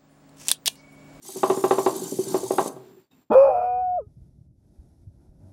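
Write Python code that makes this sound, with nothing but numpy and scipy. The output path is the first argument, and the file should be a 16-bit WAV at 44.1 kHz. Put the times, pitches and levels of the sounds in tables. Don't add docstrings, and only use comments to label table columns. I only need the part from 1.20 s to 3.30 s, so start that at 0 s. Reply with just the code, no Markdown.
import sys
import numpy as np
from scipy import signal
from scipy.fft import rfft, irfft
from scipy.io import wavfile
from scipy.ndimage import uniform_filter1d

SR = 44100
rng = np.random.default_rng(int(sys.argv[2]) if len(sys.argv) > 2 else 0)


def amplitude_ratio(level_db):
    exponent = np.asarray(level_db, float) / 20
    return 10 ** exponent


def int16_out(signal):
    q = np.round(np.clip(np.atleast_2d(signal).T, -1, 1) * 32767)
    wavfile.write(sys.argv[1], SR, q.astype(np.int16))


N = 92610
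t = np.arange(N) / SR
START_S, STOP_S = .013, 1.486


def level(x, db):
    return x * amplitude_ratio(db) / np.sqrt(np.mean(x ** 2))


def white():
    return rng.standard_normal(N)


def shaped(x, pts):
    hz, db = np.transpose(pts)
    f = np.maximum(np.arange(N // 2 + 1) * SR / N, 1)
    return irfft(rfft(x) * amplitude_ratio(np.interp(np.log(f), np.log(hz), db)), N)


def peak(x, hz, q):
    return signal.lfilter(*signal.iirpeak(hz, q, SR), x)


def walk(rate_hz):
    k = int(SR / rate_hz)
    w = uniform_filter1d(uniform_filter1d(white(), k), k)
    return w / w.std()


def add(out, at_s, x):
    i = max(int(at_s * SR), 0)
    out[i:i + len(x)] += x


def ring(at_s, hz, t60_s, rise_s):
    i = max(int(at_s * SR), 0)
    u = np.maximum(t[:, None] - at_s, 0)[i:i + SR // 3]
    return np.sin(2 * np.pi * hz * u) * (1 - np.exp(-u / rise_s)) * 1000. ** (-u / t60_s)


def bump(hz):
    v = np.pi * hz * (np.arange(400) / SR - .0045)
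    return (1 - 2 * v ** 2) * np.exp(-v ** 2)


def board_knocks():
    # [t/s, peak/dB, brightness/dB, crack/dB]
    blows = [(0.049, -45.5, 1, -24), (0.087, -29.5, -8, -35), (0.158, -15.5, -23.5, -24),
             (0.231, -4.5, -4, -37), (0.298, -3.5, -7.5, -9), (0.371, -13, -13.5, -45),
             (0.438, -3.5, -7.5, -14.5), (0.508, -2.5, -5, -12), (0.581, -6, -9.5, -8),
             (0.661, -3, -7.5, -13), (0.746, -26.5, -24.5, -10.5), (0.818, -15.5, -42, -33.5),
             (0.873, -37.5, -4.5, -4.5), (0.919, -16, -31, -16.5), (0.987, -6.5, -36.5, -23),
             (1.068, -18, -41.5, -29), (1.142, -8, -10.5, -6.5), (1.23, -17, -20.5, -10),
             (1.305, -12, -10.5, 2), (1.382, -8, -2, -6.5), (1.458, -26.5, -4.5, -21),
             (1.562, -29, -12, -14.5)]
    # [f/Hz, level/dB, t60/s]
    modes = [(135, -21, 0.2), (224.7, -17, 0.072), (287.3, -12, 0.075), (381.8, 4, 0.1), (447.3, -8, 0.041),
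             (560, -9.5, 0.07), (633.2, -7, 0.08), (677, -8.5, 0.089), (797.8, 0, 0.053), (870, -8, 0.042),
             (1036.6, -7.5, 0.077), (1121.4, -11, 0.08), (1582, -24.5, 0.065), (1882, -18, 0.028)]
    late_s, bounce_s, bounce_db = .001289, .028, -17
    rise_s, scatter_db, detune = .0009, 1.2, .003
    tick_hz, tick_db, tick_t60_s = np.array((3680, 2700)), np.array((-32, -34)), .022
    crack_hz, thud_db, thud_t60_s = 520, -21, .16
    out = np.zeros(N)
    mode_hz, mode_db, mode_t60_s = np.transpose(modes)
    wood = level(shaped(white(), [(60, -53.5), (200, -8.5), (400, -3.5), (1100, -5.5), (1500, -23.5),
                                  (4000, -30), (7000, -48.5)]), 0)
    u = np.arange(SR // 3) / SR
    thud_env = (1 - np.exp(-u / .0014)) * 1000. ** (-u / thud_t60_s)
    for s, db, bright_db, crack_db in blows:
        s += late_s
        tilt_db = (bright_db + 9) * np.clip(np.log2(mode_hz / 450) / .8, 0, 1.1)
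        soft_s = rise_s * amplitude_ratio(-.15 * bright_db)
        for lag_s, hit_db in ((0, 0), (bounce_s, bounce_db)):
            chance = rng.standard_normal(len(mode_hz))
            gains = amplitude_ratio(db - 9.5 + hit_db + mode_db + tilt_db + scatter_db * chance)
            hz = mode_hz * (1 + detune * chance[::-1])
            add(out, s + lag_s, ring(s + lag_s, hz, mode_t60_s, soft_s) @ gains)
        add(out, s, ring(s, tick_hz, tick_t60_s, .00046) @ amplitude_ratio(db + tick_db + bright_db + 11))
        add(out, s - .0012, bump(crack_hz) * amplitude_ratio(db + crack_db))
        i = int(s * SR)
        thud = wood[i:i + len(u)] * thud_env
        add(out, s, thud * amplitude_ratio(db + thud_db + .69 * (bright_db + 12)))
    return out


def caster_bumps():
    # [t/s, level/dB, f/Hz]
    bumps = [(.375, -16, 287), (.9245, -16, 317), (.938, -24.5, 250), (.972, -29, 301), (.9905, -16.5, 240),
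             (1.072, -24.5, 290), (1.338, -21.5, 410), (1.3859, -8.5, 790), (1.394, -10.5, 600),
             (1.415, -16.5, 416), (1.461, -17, 356), (1.478, -23, 404)]
    out = np.zeros(N)
    for s, db, hz in bumps:
        add(out, s - .0045, bump(hz) * amplitude_ratio(db))
    return out


def settling():
    # [t/s, level/dB, f/Hz, t60/s]
    rocks = [(.855, -45, 3000, .04), (.921, -27, 205, .1), (.925, -31, 125, .15), (.99, -31, 120, .15),
             (1.07, -30, 130, .15), (1.115, -46, 3800, .05), (1.19, -34, 95, .2), (1.235, -31, 120, .2),
             (1.26, -48, 3750, .06), (1.262, -32, 900, .06), (1.31, -31, 110, .15), (1.325, -47, 3700, .07),
             (1.39, -42, 3750, .04), (1.422, -46, 3700, .04), (1.53, -33, 140, .12), (1.575, -37, 130, .15),
             (1.6, -43, 385, .3), (1.635, -43, 385, .3), (1.668, -42, 390, .3), (1.7, -44, 388, .2),
             (1.768, -42.5, 378, .19), (1.84, -65, 4600, .2), (1.911, -58, 3714, .12),
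             (1.912, -59, 800, .05), (1.917, -59, 2630, .04), (1.935, -59, 2630, .05),
             (1.933, -51, 250, .3), (1.975, -49, 250, .35)]
    out = np.zeros(N)
    for s, db, hz, t60_s in rocks:
        trio = ring(s, hz * np.array([1, 1.045, .97]), t60_s, 3 / hz)
        add(out, s, trio @ amplitude_ratio(db + np.array([0, -13, -14])))
    return out


def gear_mesh(hz, hold=.55):
    # [multiple, level/dB]
    teeth = [(2, -14), (3, -7), (4, -2), (5, 1), (6, 2), (7, -6), (8, -6), (9, -22)]
    pinion_teeth, chop_db = 28, 5.5
    turn = np.cumsum(hz / pinion_teeth * (1 + .12 * walk(30))) / SR
    k = turn.astype(int)
    held_hz = (np.bincount(k, hz) / np.bincount(k))[k]
    phase = 2 * np.pi * np.cumsum(hz + hold * (held_hz - hz)) / SR
    chop = chop_db * np.clip(-1.6 * np.cos(2 * np.pi * turn), -1.6, .8)
    throb_db = 1.5 * walk(250) + 1.5 * white()[k] + chop
    throb_db = uniform_filter1d(throb_db, size=60)
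    out = np.zeros(N)
    for n, db in teeth:
        out += amplitude_ratio(db + throb_db + 2.2 * walk(90)) * np.sin(n * phase + n * n)
    return level(out, 0)


def housing(x, flicker_db=0):
    # [f/Hz, width/Hz, level/dB]
    gearbox = [(3614, 230, -13.5), (5160, 180, -2), (6300, 220, -5.5), (7245, 310, 13.5), (8840, 200, -3.5),
               (12140, 780, 7)]
    out = np.zeros(N)
    for k, (hz, width_hz, db) in enumerate(gearbox):
        out += amplitude_ratio(db + flicker_db * walk(46)) * peak(x, hz, hz / width_hz) * (-1) ** k
    return out


def gear_whine(sag):
    # [slowest t/s, mesh f/Hz, fastest t/s, mesh f/Hz]
    mesh = [(.045, 1450, .075, 1595), (.11, 1575, .14, 1605), (.175, 1490, .22, 1612),
            (.245, 1555, .285, 1628), (.325, 1500, .365, 1775), (.395, 1735, .43, 1795),
            (.45, 1670, .465, 1705), (.485, 1655, .507, 1650), (.52, 1485, .53, 1490),
            (.542, 1450, .57, 1560), (.605, 1420, .65, 1630), (.692, 1465, .75, 1575),
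            (.77, 1540, .8, 1620), (.835, 1415, .88, 1580), (.928, 1490, .98, 1630),
            (1.015, 1500, 1.05, 1595), (1.097, 1410, 1.13, 1585), (1.18, 1440, 1.222, 1585),
            (1.242, 1520, 1.28, 1605), (1.315, 1600, 1.37, 1675), (1.41, 1490, 1.445, 1615),
            (1.47, 1560, 1.5, 1600)]
    mesh_s, mesh_hz = np.array(mesh).reshape(-1, 2).T
    left_hz = uniform_filter1d(np.interp(t, mesh_s, mesh_hz), size=300) + 9 * walk(170)
    right_hz = 1760 + 60 * walk(14) + 50 * sag + 35 * walk(90)
    left, right = gear_mesh(left_hz), gear_mesh(right_hz)
    return level(left + .6 * housing(left), -44.5) + level(right + .4 * housing(right), -54)


def slip_squeaks(cycle, sag):
    slip_hz, fall_hz_per_s, slip_s = 1720, 14000, .007
    since_s = ((2 * cycle + .6) % 1 - .5) / 27
    squeak = gear_mesh(slip_hz - fall_hz_per_s * since_s + 40 * walk(30), hold=0)
    squeak = level(peak(np.diff(squeak, append=0), 11900, 6), -43)
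    return squeak * np.exp(-(since_s / slip_s) ** 2) * amplitude_ratio(3 * sag - 3 + walk(20))


def brush_hiss(sag):
    # [f/Hz, gain/dB]
    colour = [(880, -50), (1500, -23.5), (1950, -8), (2840, -10.5), (3770, -7), (5000, -4), (7480, 2.5),
              (12900, -11.5), (15600, -12)]
    grit = white() * amplitude_ratio(2 * walk(2000))
    hiss = level(shaped(grit, colour), -47) + level(housing(grit, 2.6), -45.5)
    for patch_hz in (3790, 4500, 5580):
        hiss += level(peak(grit, patch_hz, 7), -62) * amplitude_ratio(4.5 * walk(22))
    return hiss * amplitude_ratio(1.2 * sag + walk(70))


def rolling():
    # [f/Hz, gain/dB]
    colour = [(24, -47.5), (40, -33.5), (134, 1.5), (359, 7.5), (567, -14.5), (813, -5), (1440, -18.5),
              (1620, -12.5), (2000, -69), (2600, -63), (4400, -120)]
    return level(shaped(white(), colour), -47) * amplitude_ratio(6.3 * walk(13))


def running(rise_s, fall_s):
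    return np.clip((t - START_S) / rise_s, 0, 1) * np.exp(-np.maximum(t - STOP_S, 0) / fall_s)


def drive():
    dips_s = [.03, .105, .175, .25, .32, .39, .455, .54, .6, .69, .77, .84, .93, 1.015, 1.09, 1.185, 1.247,
              1.325, 1.41, 1.48]
    cycle = np.interp(t, dips_s, np.arange(len(dips_s)))
    sag = np.cos(2 * np.pi * cycle)
    motors = gear_whine(sag) + slip_squeaks(cycle, sag) + brush_hiss(sag)
    return running(.035, .005) * motors + running(.031, .1) * rolling()


def room(x):
    low_t60_s, top_t60_s, room_db = .47, .3, -13.5
    u = np.arange(SR) / SR
    n = rng.standard_normal(SR)
    low = signal.sosfilt(signal.butter(2, 1500, fs=SR, output="sos"), n)
    tail = low * 1000. ** (-u / low_t60_s) + (n - low) * 1000. ** (-u / top_t60_s)
    tail *= np.clip(u / .016 - .3, 0, 1)
    return signal.fftconvolve(x, tail / np.sqrt(np.sum(tail ** 2)))[:N] * amplitude_ratio(room_db)


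def ballast():
    mains_hz, duty, buzz_hz, overtone = 60, .62, 7350, 1.985
    chop = uniform_filter1d(1. * ((t * mains_hz + .3) % 1 < duty), 60)
    phase = 2 * np.pi * np.cumsum(buzz_hz + 50 * walk(400)) / SR
    upper = np.sin(overtone * phase + .55 * walk(900))
    return chop * amplitude_ratio(-74) * np.sin(phase) + (.3 + chop) * amplitude_ratio(-73) * upper


def room_air():
    # [f/Hz, gain/dB]
    colour = [(15, -74), (25, -38.5), (156, -26.5), (260, -8.5), (446, -30.5), (2640, -32.5), (3180, -34.5),
              (3640, -31), (15600, -52)]
    drone = level(peak(white(), 127, 2.5), -75.5) + level(peak(white(), 50, .7), -61.5)
    return drone + level(shaped(white(), colour), -68) * amplitude_ratio(2.6 * walk(14))


def scene():
    car = board_knocks() + caster_bumps() + settling() + drive()
    car = car * amplitude_ratio(-4)
    return (car + room(car) + ballast() + room_air())[None]


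def top_cut(x):
    return signal.sosfilt(signal.butter(12, 15740, fs=SR, output="sos"), x)


def record(dry):
    # [t/s, gain/dB]
    gate = [(0, -4), (0.03, -4), (0.082, 3.5), (1.55, 5.5), (1.802, 5), (1.843, -4.5), (1.901, -20),
            (1.915, 1), (2.028, 1), (2.056, -13), (2.1, -15)]
    gate_s, gate_db = np.transpose(gate)
    low_cut_hz = 142
    x = signal.sosfilt(signal.butter(3, low_cut_hz, "high", fs=SR, output="sos"), dry)
    return top_cut(x * amplitude_ratio(np.interp(t, gate_s, gate_db)))


dry = scene()
out = record(dry)
int16_out(out)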